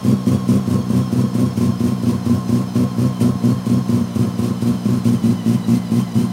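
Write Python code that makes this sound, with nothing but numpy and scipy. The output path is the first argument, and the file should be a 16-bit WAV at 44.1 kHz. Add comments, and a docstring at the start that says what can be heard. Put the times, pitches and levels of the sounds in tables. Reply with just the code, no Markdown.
"""A ported rotary engine lopes at a fast idle, heard from the driver's seat.
About four times a second it catches, speeds up over some six firings, then misfires and sags.
Intake air hisses ahead of each firing; the firing booms through exhaust and cabin and shakes the panels.
A driven accessory whines with the shaft throughout. Catches near 1.6, 3.2 and 5.1 s spit harder.
Mostly between 4.3 and 5.5 s the listener leans back from the dials and the tone colour shifts."""
import sys
import numpy as np
from scipy import signal
from scipy.fft import rfft, irfft, next_fast_len
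from scipy.io import wavfile
from scipy.ndimage import uniform_filter1d, map_coordinates

SR = 44100
rng = np.random.default_rng(int(sys.argv[2]) if len(sys.argv) > 2 else 0)


def persist_wave(psi):
    """Save psi, clipped to +-1, as 16-bit WAV."""
    counts = np.round(np.clip(psi, -1, 1) * 32767).astype(np.int16)
    wavfile.write(sys.argv[1], SR, np.atleast_2d(counts).T)


N = 278712

# Spells of even loping. Each row: start in seconds, surge count, shaft turns per surge, stumbles as 0 or 1.
LOPE_SPELLS = [(-0.172, 3, 14, 0), (0.489, 1, 12, 0), (0.677, 4, 14, 1), (1.576, 4, 14, 1),
               (2.493, 1, 16, 1), (2.756, 4, 14, 0), (3.666, 1, 14, 1), (3.893, 1, 16, 1),
               (4.159, 3, 14, 1), (4.856, 1, 12, 1), (5.054, 1, 11, 0), (5.239, 2, 13, 0),
               (5.683, 3, 14, 0)]
# Combustion, clean surge then stumbling surge. Each row: share burnt on successive turns from the catch.
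BURN_SHARES = [(1, 1, 1, 1, 1, .95, .25, 0), (1, .25, 1, 1, 1, .95, .45, .75)]
# Hard catches. Each row: time in seconds, extra firing level in dB, extra hiss in dB.
HARD_CATCHES = [(1.576, 0.5, 3.5), (3.209, 2, 4.5), (5.054, 1.5, 2.5)]
# Exhaust and cabin resonances. Each row: frequency in Hz, width in Hz, gain in dB.
BOOM_MODES = [(97, 8, -2), (110, 12, 3), (131, 16, 4.5), (187, 12, 6), (199, 13, 6), (221, 32, 5),
              (278, 20, -6), (338, 14, -7), (385, 20, -8), (504, 13, -1), (580, 50, -16)]
# Body shell transmission. Each row: frequency in Hz, gain at the dials in dB, gain leaning back in dB.
SHELL_GAINS = [(45, -18, -18), (62, -12.5, -9), (97, 2, -4), (139, -2.5, 2.5), (217, 1.5, 5), (233, 1.5, 1),
               (338, -0.5, -2), (524, -1, -6.5), (616, -5, -8), (790, -13.5, -7), (1500, -6, -20)]
# Listener position. Each row: time in seconds, lean from 0 (at the dials) to 1 (back).
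LEAN_PATH = [(0, 0.09), (4.3, 0.18), (5.0, 0.38), (5.45, 1), (6.32, 0.92)]
# Engine bay and dash resonances. Each row: frequency in Hz, width in Hz, gain in dB.
PANEL_MODES = [(474.4, 15.3, 16.5), (587, 32, 7.5), (660, 24, 4.5), (940, 52, -8), (1053, 73, 14),
               (1273, 94, 2.5)]
# Intake hiss. Each row: frequency in Hz, relative density in dB.
INTAKE_SPECTRUM = [(600, -37), (1500, -3), (2500, 3.5), (3700, -0.5), (5300, 2), (6500, 1), (7800, -2.5),
                   (8900, 0.5), (10200, -4.5), (13000, -5), (15500, -9)]
# Accessory partials. Each row: harmonic number, level at the dials in dB, level leaning back in dB.
WHINE_PARTIALS = [(1, -49.5, -49), (2, -69, -51.5), (3, -54, -50), (4, -55, -53), (5, -52.5, -56),
                  (6, -56.5, -58.5)]
# Dash panel rung by the whine. Each row: frequency in Hz, width in Hz, gain in dB.
DASH_MODES = [(1072, 20, 8)]
# Narrow sizzle near 9 kHz in the hiss. 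Each row: frequency in Hz, relative density in dB.
SIZZLE_SPECTRUM = [(7000, -20), (8400, -11), (8900, 2), (9500, -6), (11000, -20)]
# Engine bay hollow. Each row: frequency in Hz, width in Hz, gain in dB.
HOLLOW_MODES = [(712.5, 14, 0)]
# Steady whirr. Each row: frequency in Hz, relative density in dB.
WHIRR_SPECTRUM = [(20, 3), (60, 11), (300, 18), (800, 17), (1400, 8), (2300, 3), (4500, 3), (6300, 0),
                  (7800, -2.5), (9000, -1), (12000, -6.5), (15500, -9)]

LOPE_END_S = 6.39
PIPE_ECHO_S, PIPE_ECHO_SHARE = .0084, .53
WHINE_CYCLES_PER_TURN = 17.08
FIRING_DB, FIRING_STUMBLE_DB, FIRING_LEAN_DB = -6.1, -.6, -1.35  # relative pulse sizes
GULP_DB, GULP_FADE_DB_PER_TURN, GULP_LEAN_DB = 3.7, .5, .5  # relative intake gulp sizes
TOP_HZ = 15800


def shaft(kick):
    """Firings add speed, friction takes it back. Per turn: time, share burnt, turn in surge, stumbles."""
    ends_s = [spell[0] for spell in LOPE_SPELLS[1:]] + [LOPE_END_S]
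    rows = []
    for (start_s, surges, turns, stumbles), end_s in zip(LOPE_SPELLS, ends_s):
        turn = np.tile(np.arange(round(turns)), round(surges))
        burnt = np.pad(BURN_SHARES[round(stumbles)], (0, round(turns)))[turn]
        period = 1 / (1 + kick * np.cumsum(burnt - burnt.mean()))
        times_s = start_s + (end_s - start_s) * (np.cumsum(period) - period) / period.sum()
        rows += [(*row, round(stumbles)) for row in zip(times_s, burnt, turn)]
    return np.transpose(rows)


def spits(times_s, decay_s):
    """A hard catch fades over a few firings. Per turn: extra firing dB, extra hiss dB."""
    extra_db = np.zeros((2, len(times_s)))
    for start_s, bang_db, hiss_db in HARD_CATCHES:
        age_s = times_s - times_s[np.argmin(np.abs(times_s - start_s))]
        fade = (age_s >= 0) * np.exp(-np.abs(age_s) / decay_s)
        extra_db += np.outer([bang_db, hiss_db], fade)
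    return extra_db


def charges(times_s, burnt, turn, stumbles):
    """Exhaust pulse and intake gulp sizes per turn. The rich charge after a misfire bangs hardest."""
    lean = np.interp(times_s, *np.transpose(LEAN_PATH))
    spit_bang_db, spit_hiss_db = spits(times_s, decay_s=.024)
    bang_db = FIRING_DB + FIRING_STUMBLE_DB * stumbles + FIRING_LEAN_DB * lean + spit_bang_db
    gulp_db = GULP_DB - GULP_FADE_DB_PER_TURN * turn + GULP_LEAN_DB * lean + spit_hiss_db
    rich_db = .8 * burnt * (1 - np.roll(burnt, 1))
    spread_db = np.where(burnt > .5, .7, 2.2)  # misfires are the most uneven
    bang_scatter, gulp_scatter = rng.standard_normal((2, len(times_s)))
    sizes = amp(bang_db + rich_db + spread_db * bang_scatter)
    gulps = burnt * amp(gulp_db + 1.56 * gulp_scatter)
    return sizes, gulps


def exhaust(times_s, sizes, burnt, jitter_s, gas_db, unburnt_db):
    """Each port opening sends a pulse down the pipe and rings the cabin. 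Bangs echo once."""
    times_s = times_s + jitter_s * rng.standard_normal(len(times_s))
    bangs = pulses(times_s, sizes * burnt)
    gas = puffs(times_s, sizes * burnt, rise_s=.001, decay_s=.007) * rng.standard_normal(N)
    bangs = bangs + amp(gas_db) * np.std(bangs) * gas
    echoed = filtered(bangs, lambda f: 1 + PIPE_ECHO_SHARE * np.exp(-2j * np.pi * f * PIPE_ECHO_S))
    unburnt = pulses(times_s - .002, sizes * (1 - burnt))
    dull_puffs = filtered(unburnt, lambda f: 1 / (1 + 1j * f / 200))
    drive = echoed + amp(unburnt_db) * dull_puffs
    cabin = lambda f: ring(BOOM_MODES, f) * band(f, 70, 404) * band(f, 70, 4000)
    return -unit(filtered(drive, cabin))


def body_shell(x, lean):
    """The body muffles the exhaust; the colour depends on the place in the cabin."""
    hz, near_db, back_db = np.transpose(SHELL_GAINS)
    return (1 - lean) * coloured(x, hz, near_db) + lean * coloured(x, hz, back_db)


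def panel_rasp(times_s, sizes, steady):
    """The engine shakes the panels, harder at each firing."""
    shake = (steady + puffs(times_s, sizes, rise_s=.0016, decay_s=.014)) * rng.standard_normal(N)
    return unit(filtered(shake, lambda f: ring(PANEL_MODES, f) * band(f, 240, 1440)))


def intake(times_s, gulps, lead_s, grain_db):
    """Air hisses in just ahead of each firing, slightly gritty."""
    flow = puffs(times_s - lead_s, gulps, rise_s=.016, decay_s=.0105)
    return flow * unit(noise(INTAKE_SPECTRUM) * amp(grain_db * wobble(700)))


def accessory_whine(times_s, lean, slip, flutter_db, fuzz, swell_db):
    """A belt-driven accessory tracks the shaft and swells with its speed; its overtones are fuzzy."""
    mid_turn_s = (times_s[1:] + times_s[:-1]) / 2
    shaft_hz = np.interp(np.arange(N) / SR, mid_turn_s, 1 / np.diff(times_s))
    whine_hz = WHINE_CYCLES_PER_TURN * shaft_hz * (1 + slip * wobble(60))
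    phase = 2 * np.pi * np.cumsum(whine_hz) / SR
    surge = unit(shaft_hz - uniform_filter1d(shaft_hz, size=SR // 2))
    whine = np.zeros(N)
    for k, near_db, back_db in WHINE_PARTIALS:
        blur = 1 + fuzz * (k > 1) * (k + 2) / 2 * (wobble(220) + 1j * wobble(220))
        partial = np.real(blur * np.exp(1j * k * phase))
        envelope = amp(flutter_db * wobble(25) + swell_db * surge / k)
        whine += amp(near_db + lean * (back_db - near_db)) * unit(envelope * partial)
    dash = filtered(whine, lambda f: ring(DASH_MODES, f))
    return whine + (1 - lean) * dash


def high_sizzle(times_s, sizes, spread_db):
    """Narrow sizzle near 9 kHz in the hiss, uneven from firing to firing."""
    bursts = sizes * amp(spread_db * rng.standard_normal(len(times_s)))
    return puffs(times_s, bursts, rise_s=.0022, decay_s=.0085) * noise(SIZZLE_SPECTRUM)


def bay_howl():
    """A hollow in the engine bay rings with noise."""
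    return unit(filtered(rng.standard_normal(N), lambda f: ring(HOLLOW_MODES, f) ** 2))


def background(whirr_db, rumble_db):
    """Steady whirr over a faint rumble."""
    whirr = noise(WHIRR_SPECTRUM)
    rumble = noise([(12, -4), (28, 0), (55, -2), (120, -18), (400, -70)])
    return amp(whirr_db) * whirr + amp(rumble_db) * rumble


def amp(db):
    """Amplitude ratio from dB."""
    return 10 ** (np.asarray(db) / 20)


def unit(x):
    """x scaled to rms 1."""
    return x / np.sqrt(np.mean(x ** 2) + 1e-20)


def wobble(rate_hz):
    """Smooth random curve, rate_hz knots a second."""
    knots = rng.standard_normal(int(N * rate_hz / SR) + 4)
    return map_coordinates(knots, [np.arange(N) * rate_hz / SR])


def filtered(x, response):
    """x through a complex frequency response."""
    size = next_fast_len(N + SR // 2)
    return irfft(rfft(x, size) * response(np.fft.rfftfreq(size, 1 / SR)), size)[:N]


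def coloured(x, hz, db):
    """x through a gain curve on a log-frequency axis."""
    return filtered(x, lambda f: amp(np.interp(np.log(f + 1), np.log(hz), db)))


def noise(spectrum):
    """Noise of rms 1 shaped by (Hz, dB) points."""
    return unit(coloured(rng.standard_normal(N), *np.transpose(spectrum)))


def ring(modes, f):
    """Causal response of a set of resonances."""
    return sum(amp(db) * 1j * f * width_hz / (hz * hz - f * f + 1j * f * width_hz)
               for hz, width_hz, db in modes)


def band(f, low_hz, high_hz):
    """Causal band-pass, second-order edges."""
    lo, hi = 1j * f / low_hz, 1j * f / high_hz
    return lo * lo / (lo * lo + lo + 1) / (hi * hi + np.sqrt(2) * hi + 1)


def pulses(times_s, sizes):
    """One impulse at each time."""
    at = np.round(times_s * SR).astype(int)
    inside = (at >= 0) & (at < N)
    return np.bincount(at[inside], sizes[inside], N)


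def puffs(times_s, sizes, rise_s, decay_s):
    """Envelope of rms 1; each puff's power swells and decays."""
    t = np.arange(SR // 4) / SR
    shape = (1 - np.exp(-t / rise_s)) ** 2 * np.exp(-t / decay_s)
    power = signal.fftconvolve(pulses(times_s, sizes ** 2), shape)[:N]
    return unit(np.sqrt(np.abs(power)))


def scene():
    """One shaft times exhaust, panels, intake, sizzle and whine, over steady noise."""
    times_s, burnt, turn, stumbles = shaft(kick=.02)
    sizes, gulps = charges(times_s, burnt, turn, stumbles)
    lean = np.interp(np.arange(N) / SR, *np.transpose(LEAN_PATH))
    pipe = exhaust(times_s, sizes, burnt, jitter_s=.0002, gas_db=-7, unburnt_db=-7)
    boom = amp(-17) * body_shell(pipe, lean)
    panels = amp(-38 - 2.6 * lean) * panel_rasp(times_s, sizes * burnt, steady=1.3)
    howl = amp(-48.5) * bay_howl()
    hiss = amp(-43) * intake(times_s, gulps, lead_s=.014, grain_db=1.5)
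    sizzle = amp(-53.5) * high_sizzle(times_s, gulps, spread_db=3)
    bed = background(whirr_db=-38, rumble_db=-59)
    whine = accessory_whine(times_s, lean, slip=.00323, flutter_db=2.5, fuzz=.35, swell_db=.5)
    return boom + panels + howl + hiss + sizzle + bed + whine


def record(dry):
    """Mono, cut above TOP_HZ."""
    return filtered(dry, lambda f: f < TOP_HZ)[None]


dry = scene()
out = record(dry)
persist_wave(out)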